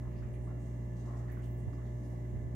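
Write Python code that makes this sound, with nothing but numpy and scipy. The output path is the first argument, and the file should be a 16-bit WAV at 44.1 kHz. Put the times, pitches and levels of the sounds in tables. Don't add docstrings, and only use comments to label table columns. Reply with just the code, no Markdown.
import sys
import numpy as np
from scipy import signal
from scipy.fft import rfft, irfft, next_fast_len
from scipy.io import wavfile
from scipy.ndimage import uniform_filter1d

SR = 44100
rng = np.random.default_rng(int(sys.argv[2]) if len(sys.argv) > 2 else 0)


def wav_out(sig):
    wavfile.write(sys.argv[1], SR, np.round(np.clip(np.atleast_2d(sig).T, -1, 1) * 32767).astype(np.int16))


N = 112454

# mains multiple, mean level/dB rms, left-right/dB, left phase lead/rad
HUM_PARTIALS = [(1, -43.6, -1.6, -0.3), (2, -40.6, -0.3, -0.0), (3, -61.0, -0.1, 0.2),
                (4, -59.8, -8.4, -1.7), (5, -62.4, -7.6, 1.4), (6, -57.7, 4.2, 0.5), (7, -69.1, -3.7, 0.1),
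                (8, -67.5, 0.1, -2.5), (9, -68.8, 1.6, -0.1), (10, -63.8, 3.0, 0.5), (11, -69.2, 1.4, -0.3),
                (12, -74.4, 1.3, 0.0), (13, -84.8, -13.9, -2.0), (14, -75.4, 8.1, -0.5),
                (15, -77.5, -9.4, -3.0), (16, -79.2, -0.3, -0.8), (17, -80.8, -11.6, -2.1),
                (18, -75.6, 4.3, -2.4), (19, -81.0, 1.8, -1.0), (20, -78.0, 2.9, 2.9),
                (26, -89.4, -6.0, -0.4), (28, -86.3, -11.5, 0.7), (29, -76.9, 3.1, -0.6),
                (31, -88.7, -16.4, 1.1), (32, -89.1, -8.0, -1.1), (34, -86.0, -21.7, -0.5),
                (35, -86.3, -5.4, -0.2), (36, -91.6, -2.9, 2.4), (37, -92.1, -14.6, -0.2),
                (39, -93.7, -4.4, 0.8), (46, -88.8, -15.8, -2.4), (48, -97.5, -8.8, -0.6),
                (51, -98, 2.5, 1.4), (52, -99.8, -12.2, -2.3)]
# t/s, gain/dB
WHINE_GAIN = [(0, -2), (.17, 3), (.38, -1), (.61, 4), (.78, 0), (1.03, 4), (1.12, -3), (1.29, -6),
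              (1.45, 1), (1.6, 3), (1.78, 3), (1.84, -5), (2.55, -5)]
# f/Hz, density/dB per Hz, left-right/dB, left-right correlation
RUSH_SPECTRUM = [(30, -85, -0.2, 0.57), (45, -83, -0.7, 0.86), (62, -71.4, -2.3, 0.88),
                 (85, -72.7, -1.2, 0.94), (110, -76.5, -1.6, 0.89), (150, -72.5, 1.2, 0.89),
                 (210, -74.4, -0.9, 0.96), (260, -78.7, 2.0, 0.87), (330, -80.6, 1.4, 0.75),
                 (400, -81.7, 1.9, 0.87), (480, -88.4, 0.8, 0.7), (600, -90.0, 2.2, 0.63),
                 (800, -95.2, -1.3, 0.56), (1000, -98, -1.8, 0.07), (1190, -96.8, 2.5, -0.19),
                 (1300, -104, 3.3, -0.29), (1530, -104.5, 1, -0.1), (1700, -99.4, -2.5, 0.14),
                 (2000, -103.1, -13.5, 0.08), (2300, -110, -7.4, 0.08), (2600, -111.9, -5.0, -0.11),
                 (3000, -112.8, -1.5, -0.13), (3700, -113.0, -2.3, -0.05), (4500, -118.2, 1.1, 0.04),
                 (5500, -116.5, 9.8, 0.0), (6000, -115.9, 13.2, 0.03), (6500, -110.9, 10.3, -0.04),
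                 (7200, -110.8, 1.6, -0.05), (8200, -116.2, 1.6, -0.02), (10000, -117.7, 0.0, -0.03),
                 (11500, -117.3, -1.1, -0.0), (13500, -119.8, 1.8, 0.01), (15500, -119.4, 2.6, -0.0)]
# f/Hz, width/Hz, lift/dB
CABINET_MODES = [(124, 3.9, 3.5), (173.8, 10, 6.5), (222.3, 8.4, 6.5), (282.8, 6.5, 10), (584, 5.8, 7.5),
                 (1760, 92, -0.5), (2028, 134, 5.5), (2800, 54, 10)]
# t/s, median f/Hz, level/dB rms, length/s, left-right/dB
BUBBLE_CLUSTERS = [(0.022, 1046, -68.5, 0.058, 3), (0.125, 4000, -88, 0.027, 9),
                   (0.165, 4930, -81.5, 0.042, 2), (0.102, 2310, -81, 0.19, -0.5),
                   (0.221, 1380, -71.5, 0.025, 4), (0.227, 1850, -73.5, .02, -1),
                   (0.339, 2600, -74.5, 0.0057, 0), (0.328, 9500, -81, 0.031, 2),
                   (0.413, 8450, -82, 0.061, 0), (0.476, 1100, -70, 0.029, -6), (0.484, 1400, -77, .05, 5),
                   (0.511, 690, -62, .01, 2), (0.597, 7600, -80.5, 0.077, 2), (0.654, 6830, -87.5, 0.3, -2),
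                   (.7, 5460, -98, 0.06, 0), (0.961, 6300, -85, 0.073, 7), (0.975, 3600, -86, 0.032, -1),
                   (1.045, 1040, -73, .06, 6), (1.07, 1066, -68, .19, 2.5), (1.05, 623, -67, .2, 0),
                   (1.056, 6640, -82, 0.042, 3), (1.085, 1650, -80, 0.16, -12.5),
                   (1.168, 7050, -80, 0.03, 7), (1.091, 840, -67.5, .18, 5), (1.284, 1700, -67.5, .04, -2),
                   (1.271, 3020, -94, 0.036, -2), (1.369, 1100, -69, 0.019, -6),
                   (1.373, 1560, -75, 0.04, -3), (1.31, 1930, -75, .14, 4), (1.376, 2620, -86, .06, 10),
                   (1.431, 2900, -79.5, .05, -3), (0.99, 3720, -94, 0.24, -13),
                   (0.959, 7250, -84.5, 0.25, -6), (1.42, 7300, -80, 0.039, -1),
                   (1.497, 14800, -82, 0.087, 2), (1.581, 8600, -79.5, 0.038, -1),
                   (1.678, 682, -63, 0.02, -3), (1.729, 5700, -83.5, 0.031, -1), (1.786, 1150, -74, .04, 4),
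                   (1.788, 1500, -75, 0.037, -3), (1.804, 6460, -89, 0.27, 2), (1.848, 3640, -82.5, .05, 3),
                   (2.03, 5100, -86, 0.028, 4), (2.034, 9800, -84.5, 0.1, 2), (2.085, 6100, -88, 0.088, 3),
                   (2.117, 660, -65, 0.022, 2), (2.362, 1800, -78, 0.011, 4), (2.383, 7300, -90, 0.054, 0)]
# t/s, initial f/Hz, initial level/dB, left-right/dB
SINGLE_DRIPS = [(.508, 1390, -61, 0), (1.054, 1210, -58, 7), (1.108, 1126, -54.5, 8),
                (1.282, 1860, -58, -8), (1.292, 1740, -53.5, -5), (1.37, 1510, -55, -8),
                (2.362, 1710, -62, 2)]
# t/s, length/s, white-noise level before high-pass/dB, cutoff f/Hz
SKIN_BRUSHES = [(1.301, .002, -63, 3500), (1.314, .02, -60, 10000), (1.304, .12, -70, 9000),
                (1.329, .002, -53, 12500), (1.312, .025, -72, 4500), (1.348, .004, -70, 4000),
                (1.422, .003, -68, 2000), (1.437, .012, -64, 3000), (1.454, .012, -65, 6000),
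                (1.462, .035, -68, 7000), (1.505, .035, -65, 13500), (1.575, .004, -68, 6000)]
# t/s, f/Hz, level before attack/dB, 60 dB decay/s
PLOPS_AND_TAPS = [(.474, 1100, -46, 0.044), (1.373, 1090, -47, .03), (1.665, 950, -48, 0.012),
                  (1.733, 1140, -37, .008), (1.782, 1125, -48, .035)]
# t/s, length/s, level/dB rms, centre f/Hz
GRIP_SHIFTS = [(0.043, 0.052, -43, 60.7), (.13, 0.24, -43, 59), (0.388, 0.04, -45, 62.5),
               (2.319, 0.082, -37.5, 80), (2.4, 0.076, -46, 74), (2.45, 0.058, -39.5, 61.5)]

MAINS_HZ, STROKE_S = 60, .0119
HUM_WAVER_DB, HUM_WAVER_DB_PER_MULTIPLE = .5, .0561
HUM_WAVER_PER_S = 2.1
WHINE_MULTIPLE = 46
RUSH_TRIM_DB = -.38
TREBLE_HZ, TREBLE_TRIM_DB, TREBLE_DRIFT_DB, TREBLE_DRIFT_PER_S = 1240, -1.14, .5, 2.0
POPS_PER_CLUSTER, POP_FADE_DB = 160, -4
POP_CYCLES, DRIP_CYCLES = 16.0, 51
PITCH_SCATTER, PITCH_RISE = .1, .08
ROOM_T60_S, ROOM_ECHO_DB = .35, 3.0
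ATTACK_S = .0006
GRIP_HALF_WIDTH_OCTAVES = .41
BUMP_S, BUMP_HZ, BUMP_PEAK_DB, BUMP_SIGMA_S = 1.6802, 85, -26, .007
CUTOFF_HZ = 15800


def amp(db):
    return 10 ** (np.asarray(db) / 20)


def rms_one(x):
    return x / np.sqrt(np.mean(x ** 2) + 1e-30)


def pan(db):
    return amp(np.array([[.5], [-.5]]) * db)


def drift(rate_per_s):
    pole = np.exp(-2 * np.pi * rate_per_s * 40 / SR)
    noise = rng.standard_normal(N // 40 + 2002)
    slow = signal.lfilter([1], [1, -2 * pole, pole * pole], noise)[2000:]
    return np.interp(np.arange(N) / 40, np.arange(len(slow)), rms_one(slow))


def gate(start_s, length_s):
    u = (np.arange(N) / SR - start_s) / length_s
    return np.clip(4 * np.minimum(u, 1 - u), 0, 1)


def hum():
    t, out = np.arange(N) / SR, np.zeros((2, N))
    start_turns = rng.random(len(HUM_PARTIALS))
    for (k, db, lr_db, lead_rad), turn in zip(HUM_PARTIALS, start_turns):
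        if k <= 3:
            turn = -.25 - k * MAINS_HZ * STROKE_S
        phase = 2 * np.pi * (k * MAINS_HZ * t + turn) + np.array([[lead_rad], [0]])
        waver_db = HUM_WAVER_DB
        if k != WHINE_MULTIPLE:
            waver_db += HUM_WAVER_DB_PER_MULTIPLE * k
        level_db = db + waver_db * drift(HUM_WAVER_PER_S * np.sqrt(k))
        if k == WHINE_MULTIPLE:
            level_db = level_db + np.interp(t, *np.transpose(WHINE_GAIN))
        out += np.sqrt(2) * amp(level_db) * pan(lr_db) * np.sin(phase)
    return out


def rush():
    size = next_fast_len(N)
    hz = np.maximum(np.arange(size // 2 + 1) * SR / size, 1)
    table = np.array(RUSH_SPECTRUM)
    log_hz = np.log(table[:, 0])
    db, lr_db, alike = (np.interp(np.log(hz), log_hz, table[:, c]) for c in (1, 2, 3))
    for f, width, lift_db in CABINET_MODES:
        db = db + lift_db / (1 + (2 * (hz - f) / width) ** 2)
    db = db - 12 * np.maximum(np.log2(table[0, 0] / hz), 0)
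    alike = np.clip(alike, -1, 1)
    mid, side = rfft(rng.standard_normal((2, size)))
    both = np.sqrt((1 + alike) / 2) * mid + np.sqrt((1 - alike) / 2) * side * [[1], [-1]]
    both = both * amp(db) * pan(lr_db) * np.sqrt(SR / 2)
    treble_share = 1 / (1 + (TREBLE_HZ / hz) ** 4)
    low = irfft(both * (1 - treble_share), size)[:, :N]
    treble = irfft(both * treble_share, size)[:, :N]
    treble_db = TREBLE_TRIM_DB + TREBLE_DRIFT_DB * drift(TREBLE_DRIFT_PER_S)
    return amp(RUSH_TRIM_DB) * (low + treble * amp(treble_db))


def room(dry):
    t = np.arange(int(ROOM_T60_S * SR)) / SR
    echo = rng.standard_normal((2, len(t))) * amp(-60 * t / ROOM_T60_S)
    echo = amp(ROOM_ECHO_DB) * echo / np.sqrt(np.sum(echo ** 2, axis=1, keepdims=True))
    echo[:, 0] = 1
    return signal.fftconvolve(dry, echo, axes=1)[:, :N]


def pop_clusters():
    out, table = np.zeros((2, N + SR)), np.array(RUSH_SPECTRUM)
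    draws = rng.standard_normal((len(BUBBLE_CLUSTERS), 3, POPS_PER_CLUSTER, 1))
    for (s, hz, db, length, lr_db), (scatter, when, strength) in zip(BUBBLE_CLUSTERS, draws):
        pitch_hz = hz * np.exp(PITCH_SCATTER * scatter)
        u = np.arange(int((length + .03) * SR)) / SR
        late = .5 + .5 * np.tanh(.85 * when)
        age = np.maximum(u - length * late, 0) * pitch_hz / POP_CYCLES
        cycles = POP_CYCLES * age * (1 + PITCH_RISE * np.minimum(age, 1))
        pops = strength * amp(POP_FADE_DB * late - 60 * age) * np.sin(2 * np.pi * cycles)
        rush_lr_db = np.interp(np.log(pitch_hz[:, 0]), np.log(table[:, 0]), table[:, 2])
        gain = amp(db) * np.sqrt((length + .01) * SR / np.sum(pops ** 2))
        first = int(s * SR)
        out[:, first:first + len(u)] += pan(lr_db + rush_lr_db) @ pops * gain
    return out


def drips():
    out, u = np.zeros((2, N + SR)), np.arange(SR // 10) / SR
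    for s, hz, db, lr_db in SINGLE_DRIPS:
        age = u * hz / DRIP_CYCLES
        cycles = DRIP_CYCLES * age * (1 + PITCH_RISE * age / 2)
        first = int(s * SR)
        out[:, first:first + len(u)] += pan(lr_db) * amp(db - 60 * age) * np.sin(2 * np.pi * cycles)
    return out


def bubbles():
    return room(pop_clusters() + drips())


def grip(white):
    out = np.zeros(N)
    for s, length, db, hz in GRIP_SHIFTS:
        edges_hz = hz * 2 ** (GRIP_HALF_WIDTH_OCTAVES * np.array([-1, 1]))
        band = signal.butter(2, edges_hz, "band", fs=SR, output="sos")
        low = signal.sosfilt(band, white)
        running_rms = np.sqrt(uniform_filter1d(low ** 2, size=1500))
        out += amp(db) * gate(s, length) * low / running_rms
    return out


def plops_and_taps():
    t, out = np.arange(N) / SR, np.zeros(N)
    for s, hz, db, t60_s in PLOPS_AND_TAPS:
        age_s = np.maximum(t - s, 0)
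        attack = 1 - np.exp(-age_s / ATTACK_S)
        out += amp(db - 60 * age_s / t60_s) * attack * np.sin(2 * np.pi * hz * age_s)
    return out


def brushes(white):
    out = np.zeros(N)
    for s, length, db, hz in SKIN_BRUSHES:
        high_pass = signal.butter(4, hz, "high", fs=SR, output="sos")
        out += amp(db) * gate(s, length) * signal.sosfilt(high_pass, white)
    return out


def bump():
    t = np.arange(N) / SR - BUMP_S
    return amp(BUMP_PEAK_DB) * np.exp(-.5 * (t / BUMP_SIGMA_S) ** 2) * np.cos(2 * np.pi * BUMP_HZ * t)


def hand():
    white = rng.standard_normal(N)
    return grip(white) + brushes(white) + bump()


def scene():
    right = hand() + plops_and_taps()
    return hum() + rush() + bubbles() + right * [[0], [1]]


def record(dry):
    return signal.sosfilt(signal.ellip(12, .5, 70, CUTOFF_HZ, fs=SR, output="sos"), dry)


dry = scene()
out = record(dry)
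wav_out(out)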